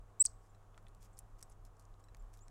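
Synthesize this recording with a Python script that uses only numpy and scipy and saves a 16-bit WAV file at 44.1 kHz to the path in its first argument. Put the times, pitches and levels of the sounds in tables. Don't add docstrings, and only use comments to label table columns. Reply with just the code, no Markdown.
import sys
import numpy as np
from scipy import signal
from scipy.fft import rfft, irfft
from scipy.io import wavfile

SR = 44100
rng = np.random.default_rng(int(sys.argv[2]) if len(sys.argv) > 2 else 0)


def dump(signal):
    limited = np.clip(np.atleast_2d(signal).T, -1, 1)
    pcm = np.round(limited * 32767).astype(np.int16)
    wavfile.write(sys.argv[1], SR, pcm)


N = 110250
T = np.arange(N) / SR


def amp(db):
    return 10 ** (np.asarray(db) / 20)

def unit(x):
    return x / np.sqrt(np.mean(x ** 2) + 1e-30)

def add(mix, start, sound):
    part = mix[max(round(start * SR), 0):][:len(sound)]
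    part += sound[:len(part)]

def envelope(points):
    return amp(np.interp(T, *np.transpose(points)))

def colour(x, points):
    hz, db = np.transpose(points)
    f = np.fft.rfftfreq(len(x), 1 / SR)
    gain = amp(np.interp(np.log(f + 1), np.log(hz), db))
    return unit(irfft(rfft(x) * gain, len(x)))

def drift(rate_hz):
    f = np.fft.rfftfreq(N, 1 / SR)
    return unit(irfft(rfft(rng.standard_normal(N)) * np.exp(-(f / rate_hz) ** 2), N))

def tail(db, t60, size=30000):
    decay = rng.standard_normal(size) * amp(-60 * np.arange(size) / SR / t60)
    return amp(db) * decay / np.linalg.norm(decay)


# frequency in Hz, relative level in dB.
WASH_COLOUR = [(100, -10), (150, -8.5), (240, -15.5), (420, -12.5), (560, -15), (740, -12), (870, -14.5),
               (1100, -15.5), (1400, -20), (2100, -31), (3200, -34.5), (4600, -39), (7000, -34.5),
               (10000, -39.5), (15100, -46.5), (16000, -46.5)]
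WIND_COLOUR = [(10, -10), (24, -1), (37, 4), (48, -11), (65, -13), (82, -18), (130, -24), (200, -36),
               (500, -66)]
# time in seconds, level in dB.
WIND_LEVEL = [(0, -54), (.15, -65), (.28, -53), (.4, -59), (.7, -61), (1.03, -57), (1.25, -59.5),
              (1.6, -55), (1.72, -60), (2.07, -58), (2.135, -52), (2.21, -51.5), (2.28, -56.5), (2.5, -60)]
# frequency in Hz, level in dB.
HUM_TONES = [(99.2, -65.5), (776, -88), (1112.5, -83), (1236, -84)]

def background(wash_db=-68.5, waver_hz=1.5, flutter=.12):
    wash = amp(wash_db + .5 * drift(11)) * colour(rng.standard_normal(N), WASH_COLOUR)
    wind = envelope(WIND_LEVEL) * colour(rng.standard_normal(N), WIND_COLOUR)
    hum = np.zeros(N)
    for hz, db in HUM_TONES:
        level = amp(db) * (1 + flutter * drift(6))
        phase = 2 * np.pi * np.cumsum(hz + waver_hz * drift(4.5)) / SR
        hum += level * np.sqrt(2) * np.sin(phase)
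    return wash + wind + hum


# time in seconds, level in dB.
OCTAVE_LEVEL = [(.196, -66), (.198, -52.5), (.209, -54.5), (.214, -73.5), (.256, -72.5), (.2605, -58.5),
                (.265, -66.5), (.274, -87)]

def whistle(contour):
    times, hz, db = np.transpose(contour)
    sounding = (T >= times[0]) & (T < times[-1])
    phase = 2 * np.pi * np.cumsum(np.interp(T, times, hz) * sounding) / SR
    fundamental = amp(np.interp(T, times, db)) * np.sin(phase)
    return sounding * (fundamental + envelope(OCTAVE_LEVEL) * np.sin(2 * phase))


# time in seconds, pitch in Hz, level in dB.
CHIP_RISE = [(.196, 7350, -43), (.2, 7470, -35), (.2025, 7520, -25), (.206, 7630, -19.5),
             (.21, 7840, -20.8), (.216, 7970, -18.3), (.221, 8060, -20.3), (.2266, 8150, -25.3)]
CHIP_FALL = [(.2524, 8150, -24.5), (.2575, 8180, -25.5), (.2597, 7750, -27), (.2615, 6100, -29),
             (.2635, 4850, -37), (.266, 4650, -47), (.2695, 4450, -44), (.273, 4000, -68)]
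# time in seconds, level in dB.
RASP_LEVEL = [(.197, -82), (.204, -73), (.226, -62), (0.24, -49), (.248, -46), (.254, -56), (.264, -49),
              (0.271, -54), (.278, -73), (.30, -70), (.34, -90)]
# frequency in Hz, relative level in dB.
RASP_SPECTRUM = [(2000, -41.5), (3600, -35.5), (4400, -9), (5600, -4), (7000, -8), (8000, -3.5),
                 (8900, -13), (12000, -27), (15500, -28)]

def chip(onset_s=.0015):
    onset = np.sin(np.pi / 2 * np.clip((T - CHIP_RISE[0][0]) / onset_s, 0, 1)) ** 2
    rasping = (T > RASP_LEVEL[0][0]) & (T < RASP_LEVEL[-1][0])
    rasp = rasping * envelope(RASP_LEVEL) * colour(rng.standard_normal(N), RASP_SPECTRUM)
    return onset * whistle(CHIP_RISE) + whistle(CHIP_FALL) + rasp


def swells(rows):
    return sum(amp(db) * np.sin(np.pi * np.clip((T - start) / length, 0, 1))
               for start, length, db in rows)


# start in seconds, length in seconds, level in dB.
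RUSTLE_SWELLS = [(0.41, 0.086, -80), (0.999, 0.079, -69.5), (1.163, 0.053, -73), (1.383, 0.017, -70),
                 (1.405, 0.016, -67), (1.49, 0.051, -74.5), (1.655, 0.023, -75), (1.783, 0.076, -80.5),
                 (1.994, 0.011, -74), (2.33, 0.028, -67), (2.346, 0.06, -78)]
# frequency in Hz, relative level in dB.
RUSTLE_SPECTRUM = [(500, -18), (2000, -2.5), (4000, -7.5), (5500, 1), (7500, 1.5), (10500, -3.5),
                   (13000, -10), (16000, -23)]

def rustles(grains_per_s=7000, spread_db=3):
    grains = rng.standard_normal(N) * (rng.random(N) < grains_per_s / SR)
    grains *= amp(spread_db * np.minimum(rng.exponential(1, N), 3))
    return colour(grains, RUSTLE_SPECTRUM) * swells(RUSTLE_SWELLS)


# start and length in seconds, first and last pitch in Hz, level in dB.
DISTANT_CALLS = [(.49, .02, 7000, 7400, -79), (2.193, .02, 7050, 7550, -76), (2.406, .038, 6650, 8050, -69)]

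def far_calls(scatter_depth=.45, blur_hz=330):
    calls = np.zeros(N)
    scatter = 1 + scatter_depth * (drift(blur_hz) + 1j * drift(blur_hz))
    for start, length, low, high, db in DISTANT_CALLS:
        progress = np.clip((T - start) / length, 0, 1)
        arch = np.sqrt(4 * progress * (1 - progress))
        phase = 2 * np.pi * np.cumsum(low + (high - low) * progress) / SR
        calls += amp(db) * arch * (scatter * np.exp(1j * phase)).real
    return calls + signal.fftconvolve(calls, tail(db=-6.5, t60=.17))[:N]


def ring(blows, modes, size=6000):
    out, t = np.zeros(N), np.arange(size) / SR
    main_hz = max(modes, key=lambda mode: mode[1])[0]
    for start, db, tilt in blows:
        for hz, mode_db, t60 in modes:
            struck_db = db + mode_db + tilt * np.log2(hz / main_hz)
            add(out, start, amp(struck_db - 60 * t / t60) * np.sin(2 * np.pi * hz * t))
    return out


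# start in seconds, level in dB, tilt in dB per octave.
PERCH_BLOWS = [(.548, -72, -2), (2.0402, -71, 7.5), (2.0856, -67.5, -5)]
# frequency in Hz, gain in dB, t60 in seconds.
PERCH_MODES = [(1830, -3, .025), (2700, -7, .02), (3990, 0, .038), (5480, 0, .018), (5750, -5, .016),
               (7130, -1, .016), (8020, -3, .055), (11100, -21, .03), (14700, -21, .04)]

def perch_taps():
    return ring(PERCH_BLOWS, PERCH_MODES)


# start in seconds, level in dB, tilt in dB per octave.
WOOD_BLOWS = [(.7450, -66, -4), (.8680, -60.5, -5)]
# frequency in Hz, gain in dB, t60 in seconds.
WOOD_MODES = [(2030, -14, .045), (2600, -7, .025), (3050, -3, .011), (3420, 1, .014), (5750, -17, .025)]

def pecks():
    return ring(WOOD_BLOWS, WOOD_MODES)


# start in seconds, length in seconds, level in dB.
PUFF_SWELLS = [(.77, .13, -73.5), (.96, .1, -70.5)]
# frequency in Hz, relative level in dB.
PUFF_SPECTRUM = [(60, -18), (150, 4), (210, 4), (350, -26), (800, -30), (3000, -59)]

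def wing_puffs():
    return colour(rng.standard_normal(N), PUFF_SPECTRUM) * swells(PUFF_SWELLS)


# start in seconds, level in dB, centre in Hz, width in octaves, t60 in seconds.
BEAK_AND_CLAW_TICKS = [(0.7777, -62.5, 3450, 2.26, 0.044), (.8275, -79, 9000, 1, .008),
                       (.8835, -64.5, 5900, 1.6, 0.025), (.9487, -65.5, 7000, 1.4, 0.012),
                       (1.029, -62, 7500, 1.5, 0.014), (1.0472, -69, 11000, 1, 0.0056),
                       (1.1703, -65, 7040, 0.59, .01), (1.174, -65, 5470, 0.3, .01),
                       (1.1802, -60, 7100, 1.1, .015), (1.19, -47.5, 8640, 0.62, 0.018),
                       (1.3897, -71, 7000, 1.8, .02), (1.4267, -49.5, 7100, 0.69, 0.037),
                       (1.8528, -66.5, 6500, 0.48, .008), (1.9408, -71.5, 4400, 0.83, 0.0085),
                       (2.1474, -59, 6440, 1.13, 0.014), (2.1692, -66.5, 7030, 1.8, 0.017),
                       (2.2243, -73, 7500, 1.3, 0.0057), (2.3732, -65, 7000, 1.8, .008),
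                       (2.384, -74, 9000, 1.4, .008), (2.3913, -67, 5000, 0.74, .01),
                       (2.4822, -59, 5960, 0.88, 0.0077)]
SEED_SCRATCHES = [(1.13, -74, 7800, 0.37, 0.093), (1.4965, -70, 7000, 1, 0.026),
                  (1.4985, -67.5, 10100, 0.29, .02), (1.5195, -67.5, 7100, 0.37, .016),
                  (1.6503, -63.5, 7200, 1.7, 0.018), (1.767, -75, 6500, 0.92, .02),
                  (1.7945, -65.5, 7000, 1.4, 0.042), (1.809, -76, 6500, 1.1, .02),
                  (2.004, -73.5, 6960, 0.62, 0.013)]

def crackles(rows, rise_s=None, snap_s=.0004, snap_db=8, skirt_db=-38, size=4096):
    out, t = np.zeros(N), np.arange(size) / SR
    head = size // (32 if rise_s else 64)
    for start, db, hz, octaves, t60 in rows:
        fade = amp(-60 * t / t60)
        shape = fade * np.minimum(t / rise_s, 1) if rise_s else fade + amp(snap_db) * np.exp(-t / snap_s)
        burst = rng.standard_normal(size) * shape
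        half_width = 2 ** (octaves / 2)
        edges_hz = np.clip([hz / half_width, hz * half_width], [100, 200], [18000, 20000])
        resonance = signal.lfilter(*signal.butter(2, edges_hz, "band", fs=SR), burst)
        crackle = resonance + amp(skirt_db) * burst
        add(out, start, amp(db) * crackle / np.std(crackle[:head]))
    return out


# start in seconds, level in dB, tilt in dB per octave.
TRAY_BLOWS = [(.7778, -59.5, -9), (.87, -75, -1), (1.4275, -73, 9), (2.1475, -74, 15), (2.4825, -76.5, 6)]
# frequency in Hz, gain in dB, t60 in seconds.
TRAY_MODES = [(1000, -7, 0.053), (1400, 6.5, 0.019), (1780, 1.5, .025), (1930, 0, 0.028),
              (2230, 5.5, 0.012), (2700, -24, 0.022)]

def tray_knocks():
    return ring(TRAY_BLOWS, TRAY_MODES)


# start in seconds, level in dB, tilt in dB per octave.
SHELL_BREAKS = [(1.1895, -47.5, 4), (1.1911, -57, -2)]
# frequency in Hz, gain in dB, t60 in seconds.
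SHELL_MODES = [(6130, -13, .018), (7400, -4, .024), (8100, -13, .02), (9240, -4.5, 0.022),
               (11070, -11.5, .016), (13200, -7, 0.015), (14900, -13, .013)]

def shell_crack():
    return ring(SHELL_BREAKS, SHELL_MODES)


# start in seconds, level in dB, tilt in dB per octave.
FEEDER_BLOWS = [(1.4275, -56.5, 7)]
# frequency in Hz, gain in dB, t60 in seconds.
FEEDER_MODES = [(1440, -9.5, .023), (2530, -7, .02), (3900, -8, .028), (5030, -5, .017), (5500, 6, .021),
                (5900, -3, .02), (7150, 1, .013), (8020, 0, .048), (9750, -3, .017), (11100, -4, .018),
                (11500, -14, .026), (12900, -17, .03)]

def feeder_ping():
    return ring(FEEDER_BLOWS, FEEDER_MODES)


# delay in seconds, gain in dB.
NEAR_ECHOES = [(.0017, -28.5), (.0046, -37), (.035, -42.5), (.081, -50.5)]

def yard(direct):
    response = tail(db=-26.5, t60=.13) + tail(db=-41, t60=.53)
    for delay, db in NEAR_ECHOES:
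        add(response, delay, amp([db]))
    return direct + signal.fftconvolve(direct, response)[:N]


def scene():
    ambience = background()
    birds = chip() + rustles() + far_calls() + perch_taps() + pecks() + wing_puffs()
    birds += crackles(BEAK_AND_CLAW_TICKS) + tray_knocks()
    birds += crackles(SEED_SCRATCHES, rise_s=.0012) + shell_crack() + feeder_ping()
    return (ambience + yard(birds))[None]


# time in seconds, gain in dB.
DROPOUT_GAIN = [(.22615, 0), (.2262, -28), (.23, -45), (.237, -45), (.242, -14), (.2523, -12), (.2524, 0)]

def record(dry):
    lowpass = signal.firwin(255, 16100, window=("kaiser", 9), fs=SR)
    return signal.oaconvolve(dry * envelope(DROPOUT_GAIN), lowpass[None], "same")


dry = scene()
out = record(dry)
dump(out)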